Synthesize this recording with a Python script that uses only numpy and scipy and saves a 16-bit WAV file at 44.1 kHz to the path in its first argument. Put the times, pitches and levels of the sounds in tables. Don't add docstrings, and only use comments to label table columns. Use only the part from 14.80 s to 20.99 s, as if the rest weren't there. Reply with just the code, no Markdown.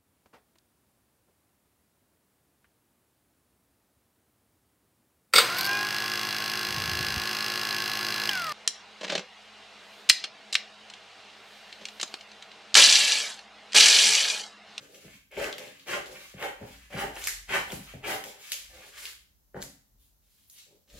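import sys
import numpy as np
from scipy import signal
from scipy.fft import rfft, irfft, next_fast_len
from scipy.io import wavfile
from scipy.ndimage import uniform_filter1d

SR = 44100
rng = np.random.default_rng(int(sys.argv[2]) if len(sys.argv) > 2 else 0)


def transcribe(u):
    v = np.clip(np.atleast_2d(u).T, -1, 1)
    q = np.round(v * 32767).astype(np.int16)
    wavfile.write(sys.argv[1], SR, q)


N = 272979
STEP = 32


def undb(db):
    return 10 ** (np.asarray(db) / 20)


def unit(x):
    return x / np.sqrt(np.mean(x ** 2))


def column(table, k):
    return np.array([row[k] for row in table])


def curve(table):
    t, value = np.transpose(table)
    return np.interp(np.arange(N) / SR, t, value)


def step_times():
    return np.arange(0, N, STEP) / SR


def together(*events):
    power = sum(undb(2 * db) @ shapes ** 2 for db, shapes in events)
    return np.interp(np.arange(N), np.arange(0, N, STEP), np.sqrt(power))


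def band(x, hz, width):
    b, a = signal.iirpeak(min(hz, SR / 2.2), hz / max(width, 1), fs=SR)
    return signal.lfilter(b, a, x)


def ring(x, modes):
    return sum((-1) ** k * undb(db) * band(x, hz, width) for k, (hz, width, db) in enumerate(modes))


def coloured(shape, points):
    size = next_fast_len(shape[-1])
    hz, db = np.transpose(points)
    bins_hz = np.arange(1, size // 2 + 2) * SR / size
    gain = undb(np.interp(np.log(bins_hz), np.log(hz), db))
    return irfft(rfft(rng.standard_normal(shape), size) * gain, size)[..., :shape[-1]]


def snaps(rate_hz, spread_db, burst_hz, burst_db):
    chance, sign, loudness = rng.random((3, N))
    size = np.minimum(-np.log(1 - loudness), 4)
    clicks = (chance < rate_hz / SR) * np.sign(sign - .5) * undb(spread_db * size)
    hold = max(int(SR / burst_hz), 1)
    held = rng.standard_normal(N)[np.arange(N) // hold]
    return clicks * undb(burst_db * uniform_filter1d(held, hold))


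# f/Hz, level/dB
HISS_SPECTRUM = [(18, -42), (30, -4.5), (71, 4), (284, -10), (532, -13), (1050, -16.5), (2550, -24),
                 (6370, -16.5), (8720, -22.5), (12600, -13), (15500, -15)]


def hiss():
    return unit(coloured((2, N), HISS_SPECTRUM)) * undb(-69)


# f/Hz, time to fall 60 dB/s
DECAY_TIMES = [(150, 0.33), (500, 0.31), (1500, 0.45), (4000, 0.48), (10000, 0.35)]
# delay/ms, level/dB
NEAREST_SURFACES = [(5.5, -10.5), (12, -5), (21, -9)]
TAIL_DB, ALIKE_HZ = 3., 476


def answer():
    size = int(.5 * SR)
    t = np.arange(size) / SR
    mid, side = rng.standard_normal((2, size))
    b, a = signal.butter(2, ALIKE_HZ, "high", fs=SR)
    side = signal.lfilter(b, a, side)
    noise = np.array([mid + side, mid - side])
    hz, t60 = np.transpose(DECAY_TIMES)
    tail = 0
    for f in 60 * 2. ** np.arange(9):
        decay_s = np.interp(np.log(f), np.log(hz), t60)
        part = band(noise, f, f) * undb(-60 * t / decay_s)
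        tail = tail + part * np.sqrt(f / np.sum(part ** 2))
    tail *= np.clip(t * 250, 0, 1)
    reply = undb(TAIL_DB) * tail / np.sqrt(np.sum(tail ** 2) / 2)
    skews = rng.integers(0, 24, (len(NEAREST_SURFACES), 2))
    for (ms, db), skew in zip(NEAREST_SURFACES, skews):
        reply[[0, 1], int(ms * SR / 1000) + skew] += undb(db)
    return reply


SPOTS = 30
LEFT_DB, LEFT_LAG = 1, 3


def room(near, far):
    out, hop = np.zeros((2, 2 * N)), N // SPOTS + 1
    near, far = np.pad([near, far], [(0, 0), (hop, 2 * hop)])
    fade = np.hanning(2 * hop)
    for k in range(SPOTS + 1):
        part = slice(k * hop, (k + 2) * hop)
        lag = rng.integers(LEFT_LAG + 1)
        wet = signal.fftconvolve((far[part] * fade)[None], answer(), axes=1)
        out[:, k * hop:][:, :wet.shape[1]] += wet
        direct = near[part] * fade
        out[0, k * hop + lag:][:2 * hop] += undb(LEFT_DB) * direct
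        out[1, part] += undb(-LEFT_DB) * direct
    return out[:, hop:hop + N]


# t/s, level/dB before the stand
DEEP_LEVEL = [(0, -87), (.5, -78), (.6, -48), (.79, -88), (1.3, -63), (1.45, -72), (1.75, -71), (2.05, -60),
              (2.6, -53.5), (3.0, -60), (3.35, -66), (3.6, -86), (3.93, -57), (4.05, -70.5), (4.35, -68),
              (4.72, -69), (5.0, -83.5), (5.13, -62.5), (5.45, -77), (6.08, -82), (6.15, -42), (6.19, -60)]
MOVE_GROAN_DB, GROAN_REST_DB = -19, -84
KNOCK_GROAN_DB, KNOCK_DEEP_DB = -19, -27
KNOCK_CREST_S = 0.046


def rumble():
    deep = ring(rng.standard_normal(N), [(47, 14, 7.5), (74, 18, -7), (101, 7.2, -7)])
    groan = ring(snaps(300., 2.6, 15.0, 1.1), WOOD_MODES[:4])
    landing_s, landing_db = column(LANDINGS, 0), column(LANDINGS, 1)
    since = np.maximum(step_times() - landing_s[:, None], 0) / KNOCK_CREST_S
    after = since * np.exp(1 - since)
    groan_gain = together((column(CUTS, 8), strokes(True, fall_db_s=167)),
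                          (column(SHIFTS, 4) + MOVE_GROAN_DB, moves(0)),
                          (landing_db + KNOCK_GROAN_DB, after)) + undb(GROAN_REST_DB)
    deep_gain = together((landing_db + KNOCK_DEEP_DB, after)) + undb(curve(DEEP_LEVEL))
    return unit(band(deep, 55, 60)) * deep_gain + unit(groan) * groan_gain


# t/s, peak level/dB before the room, time to the push's peak/ms
LANDINGS = [(0.05, -59, 0.15), (0.135, -82, 0.23), (0.247, -43, 1), (0.28, -47.5, 0.25), (1.54, -41, 1),
            (1.812, -34.5, 1), (1.829, -38, 0.21), (2.142, -30.5, 1), (2.926, -31, 0.52), (3.138, -36.5, 1),
            (4.745, -33, 0.34), (4.766, -34, 0.18), (4.784, -50.5, 0.42), (5.899, -67, 0.41),
            (6.119, -65, 0.36), (6.14, -49, 0.45)]
# f/Hz, width/Hz, level/dB
WOOD_MODES = [(105.5, 37, -6.5), (145, 24, -1.5), (200.2, 16.2, 1.5), (279.9, 8.3, 3.5), (367, 98, -3.5),
              (612, 120, 4.5), (814, 50, 1.5), (1547, 510, 2.5), (1900, 200, 5), (2705, 360, -23.5)]


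def knocks():
    out, t = np.zeros(N + 8192), np.arange(8192) / SR
    spots = rng.standard_normal((len(LANDINGS), len(WOOD_MODES)))
    for (s, db, ms), spot in zip(LANDINGS, spots):
        push = t * np.exp(-t * 1000 / max(ms, .05))
        modes = [(hz, width, level + 2.0 * z) for (hz, width, level), z in zip(WOOD_MODES, spot)]
        thud = ring(push, modes)
        out[int(s * SR):][:8192] += undb(db) * thud / np.abs(thud).max()
    return out[:N]


# t/s, peak level of the main colour/dB before the room, centre f/Hz,
# width (2 x bandwidth / centre, held within 0.2-3), crackle level/dB re main, share sent round the room/dB
PAPER_POPS = [(.145, -46, 2895, 0.62, -3.5, 2.5), (0.5146, -51, 2060, 1.1, 1.5, -5.5),
              (0.6418, -24, 2760, 0.37, -7, -21), (.727, -24.5, 3300, 0.91, -11, -3),
              (0.7815, -31, 2530, 2.3, -5, -1.5), (0.879, -38.5, 3380, 1.1, -23, -4),
              (.996, -40.5, 3400, 1.3, -19, -1.5), (1.259, -39, 3600, 1.2, -1.5, -0.5),
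              (1.6258, -24.5, 2176, 2, -14.5, -18), (2.355, -39, 5460, .98, -0.5, -12),
              (2.3645, -31.5, 3000, 2.1, -10.5, -11.5), (2.383, -39, 2196, 1.3, -1.5, -2.5),
              (2.4162, -31, 2600, 1.3, -2, -7), (2.4398, -28.5, 2194, 2.24, 5.5, -1),
              (2.4716, -21, 1943, 1, 6, -1), (2.903, -32, 2970, 0.37, -25, -8),
              (2.9198, -28, 2400, 1.1, 0.5, -5), (3.439, -28, 2240, 2.1, 0, -4.5),
              (3.7187, -20.5, 3080, 1.5, 2, -2.5), (4.254, -25, 3070, 2, -5.5, -1),
              (4.8182, -34.5, 4380, .95, 3, -12), (4.8245, -35, 2070, 1.45, 11.5, -4),
              (5.6982, -44.5, 6310, 0.71, 3, -2), (6.0997, -51, 2920, 1.4, -6, 4.5)]
# f/Hz, width/Hz, level/dB
CRACKLE_MODES = [(4870, 4300, -1.5), (7930, 1400, 4.5), (10000, 4400, 0), (14500, 4850, -4)]
POP_MS = 2.2


def pops():
    out, t = np.zeros((2, N + 2048)), np.arange(2048) / SR
    shape = (1 - np.exp(-t * 2500)) * np.exp(-t * 1000 / POP_MS)
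    crest = 1. * (shape == shape.max())
    noises = rng.standard_normal((len(PAPER_POPS), 2, 2048))
    for (s, db, hz, width, crackle_db, room_db), noise in zip(PAPER_POPS, noises):
        patch = [(hz, hz * np.clip(width, .2, 3) / 2, 0)]
        pop = 0
        for spray, gain_db, colour in zip(noise * shape, (0, crackle_db), (patch, CRACKLE_MODES)):
            both = ring(ring(np.array([0.42 * spray + crest, crest]), colour), colour)
            both[1] *= np.std(both[0]) / np.std(both[1])
            pop = pop + undb(gain_db) * both / np.abs(both[0]).max()
        out[:, int(s * SR):][:, :2048] += undb([[db], [db + room_db]]) * pop
    return out[:, :N]


CUTS = [(.555, 0.1, 2, 0.023, -34, -33.5, -42, -48.5, -53.5),
        (1.059, 0.077, -5.5, 0.032, -28.5, -31.5, -35, -41.5, -52.5),
        (1.57, 0.065, -12.5, 0.0099, -29.5, -32, -39, -42, -52.5),
        (2.102, 0.1, -15.5, 0.045, -28.5, -34, -37, -39.5, -46),
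        (2.68, 0.073, -10.5, 0.016, -24, -30, -29.5, -34, -43),
        (3.225, 0.096, -4.5, 0.02, -29.5, -34, -37, -38.5, -50.5)]
BITE_S, SILENT_DB = 0.019, -24


def strokes(lingers, fall_db_s):
    shapes = []
    for s, swell, bite_db, linger, *_ in CUTS:
        t = step_times() - s
        rise_db = np.interp(t, [-.05, 0, BITE_S, max(swell, 2 * BITE_S)], [-150, SILENT_DB, bite_db, 0])
        shapes.append(rise_db - fall_db_s * np.maximum(t - swell - lingers * linger, 0))
    return undb(shapes)


SHIFTS = [(0, 0.0017, 0.049, 55, -49, -56, -56.5, -64), (0.074, 0.069, 0.034, 30, -51, -60.5, -54, -57),
          (0.178, 0.041, .14, -9, -61.5, -59.5, -57.5, -61), (0.514, 0.03, 0.057, -4, -46.5, -48, -55, -61),
          (0.759, 0.056, .22, 43, -42.5, -49.5, -52.5, -57), (1.217, 0.11, 0.028, 20, -45, -60, -54, -57),
          (1.306, 0.039, 0.299, 60, -49.5, -47.5, -48.5, -53),
          (1.786, 0.036, 0.085, 22, -45.5, -56.5, -57, -60),
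          (1.868, 0.059, .14, 84, -77, -51.5, -53.5, -58),
          (2.335, 0.031, 0.057, 32, -45.5, -44, -43, -42.5),
          (2.418, 0.027, 0.13, 63, -52.5, -48, -38.5, -60), (2.876, 0.044, 0.044, 80, -45.5, -47, -45, -44),
          (2.975, 0.034, 0.11, 10, -60, -51, -53, -56), (3.142, 0.037, 0.034, 74, -59.5, -67, -64, -68.5),
          (3.441, 0.013, 0.051, 120, -43.5, -48, -44, -47.5),
          (3.522, 0.038, 0.069, 40, -56.5, -56.5, -69, -74),
          (3.587, 0.03, 0.085, -18, -74, -53, -46.5, -51),
          (3.707, 0.0092, 0.15, 74, -54, -50.5, -43.5, -47), (3.897, 0.17, 0.01, 76, -53, -50, -49, -52.5),
          (4.126, 0.031, 0.027, 58.5, -66, -45.5, -46.5, -54),
          (4.174, 0.074, 0.064, 145.5, -56, -45, -42, -42.5),
          (4.745, 0.021, 0.024, 62.5, -40, -51, -63, -65),
          (4.806, 0.0071, 0.15, 256, -48, -72.5, -43, -46.5),
          (5.185, 0.053, .02, 59.5, -105, -87, -65, -61), (5.42, 0.19, .04, 67, -96.5, -77, -67, -66),
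          (5.678, 0.014, 0.1, 41, -89, -89, -64, -54), (5.734, 0.031, 0.086, 96, -76.5, -68, -51, -63),
          (5.867, 0.044, 0.04, 62, -58, -79, -72, -75), (6.078, 0.096, 0.046, 10, -59.5, -63, -54, -59.5)]
FOOT_DB, STOP_DB_S = -7.5, 377


def moves(extra_sag_db_s):
    shapes = []
    for s, rise, hold, sag, *_ in SHIFTS:
        t = step_times() - s
        rise_db = np.interp(t, [-.06, 0, rise], [-150, FOOT_DB, 0])
        sag_db = (sag + extra_sag_db_s) * np.clip(t - rise, 0, hold)
        shapes.append(rise_db - sag_db - STOP_DB_S * np.maximum(t - rise - hold, 0))
    return undb(shapes)


# f/Hz, width/Hz, level/dB
SHEET_MODES = [(1970, 200, -29.5), (3300, 2540, -1), (4520, 3100, 0), (7180, 1600, -4), (10220, 2500, -7.5),
               (14700, 2900, -9)]


def sheet(cut, move):
    grit = snaps(6000., 3., 100., 3.)
    slide = unit(ring(grit, SHEET_MODES[:-2]))
    slide *= together((column(CUTS, 6), cut), (column(SHIFTS, 6), move))
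    fine = unit(band(ring(grit, SHEET_MODES[-2:]), 12000, 9000))
    fine *= together((column(CUTS, 7), cut), (column(SHIFTS, 7), move))
    return slide + fine


# f/Hz, width/Hz, level/dB
LOW_DRAG_MODES = [(401.3, 72.5, -2.5), (508.8, 26, 1.5), (506.6, 14, 4.5), (583.3, 43.5, 0)]
# f/Hz, width/Hz, level/dB
HIGH_DRAG_MODES = [(760.5, 86, 2.5), (800, 55, 5.5), (904, 110, -5.5)]
# t/s, level/dB
HIGH_DRAG_SHARE = [(0, -15), (1.1, -8), (1.65, -1.5), (2.75, 2), (3.3, 1), (4.2, -6.5), (4.8, -1),
                   (5.9, -13)]


def blade_drag():
    judder = snaps(1500., 3.93, 40., 1.7)
    low, high = unit(ring(judder, LOW_DRAG_MODES)), unit(ring(judder, HIGH_DRAG_MODES))
    level = together((column(CUTS, 5), strokes(True, fall_db_s=295.5)),
                     (column(SHIFTS, 4), moves(extra_sag_db_s=109.5)))
    return (low + high * undb(curve(HIGH_DRAG_SHARE))) * level


# f/Hz, width/Hz, level/dB
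BLADE_RING = [(1125, 230, -3.5), (1576, 220, -1.5), (1827, 100, 1.5), (1936, 250, 0), (2280, 580, -2.5),
              (2760, 230, -2), (3140, 250, -5.5)]
# t/s, level/dB
SCRAPE_BRIGHTNESS = [(0, -0.5), (.3, 6), (1, 4.5), (2.4, 0.5), (3, 1.5), (3.8, 3.5), (4.25, 1.5),
                     (4.75, -9.5), (5.0, -6.5), (5.8, 8), (6.19, -4)]
TIP_DB, TIP_DB_S = 3, -73.5


def shearing(cut, move):
    fibres = band(snaps(2000., 3.42, 80., 3.4), 2100, 2400)
    into_stroke = np.clip(step_times() - column(CUTS, 0)[:, None], 0, .15)
    tip = undb((TIP_DB + TIP_DB_S * into_stroke) / 2)
    edge = undb(curve(SCRAPE_BRIGHTNESS)[::STEP] / 2)
    shear_db, scrape_db = column(CUTS, 4), column(SHIFTS, 5)
    lower = unit(ring(fibres, BLADE_RING[:4])) * together((shear_db, cut / tip), (scrape_db, move / edge))
    upper = unit(ring(fibres, BLADE_RING[4:])) * together((shear_db, cut * tip), (scrape_db, move * edge))
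    return lower + upper


def cutting():
    cut, move = strokes(False, fall_db_s=324), moves(0)
    return sheet(cut, move) + blade_drag() + shearing(cut, move)


def scene():
    table = undb([[-8.5], [-9.0 + 2]]) * cutting() + knocks() + pops()
    through_stand = rumble() * undb([[.5], [-.5]])
    return room(*table) + through_stand + hiss()


def record(dry):
    low_cut = signal.butter(5, 37, "high", fs=SR, output="sos")
    top_cut = signal.ellip(10, .2, 80, 15800, fs=SR, output="sos")
    return signal.sosfilt(top_cut, signal.sosfilt(low_cut, dry))


dry = scene()
out = record(dry)
transcribe(out)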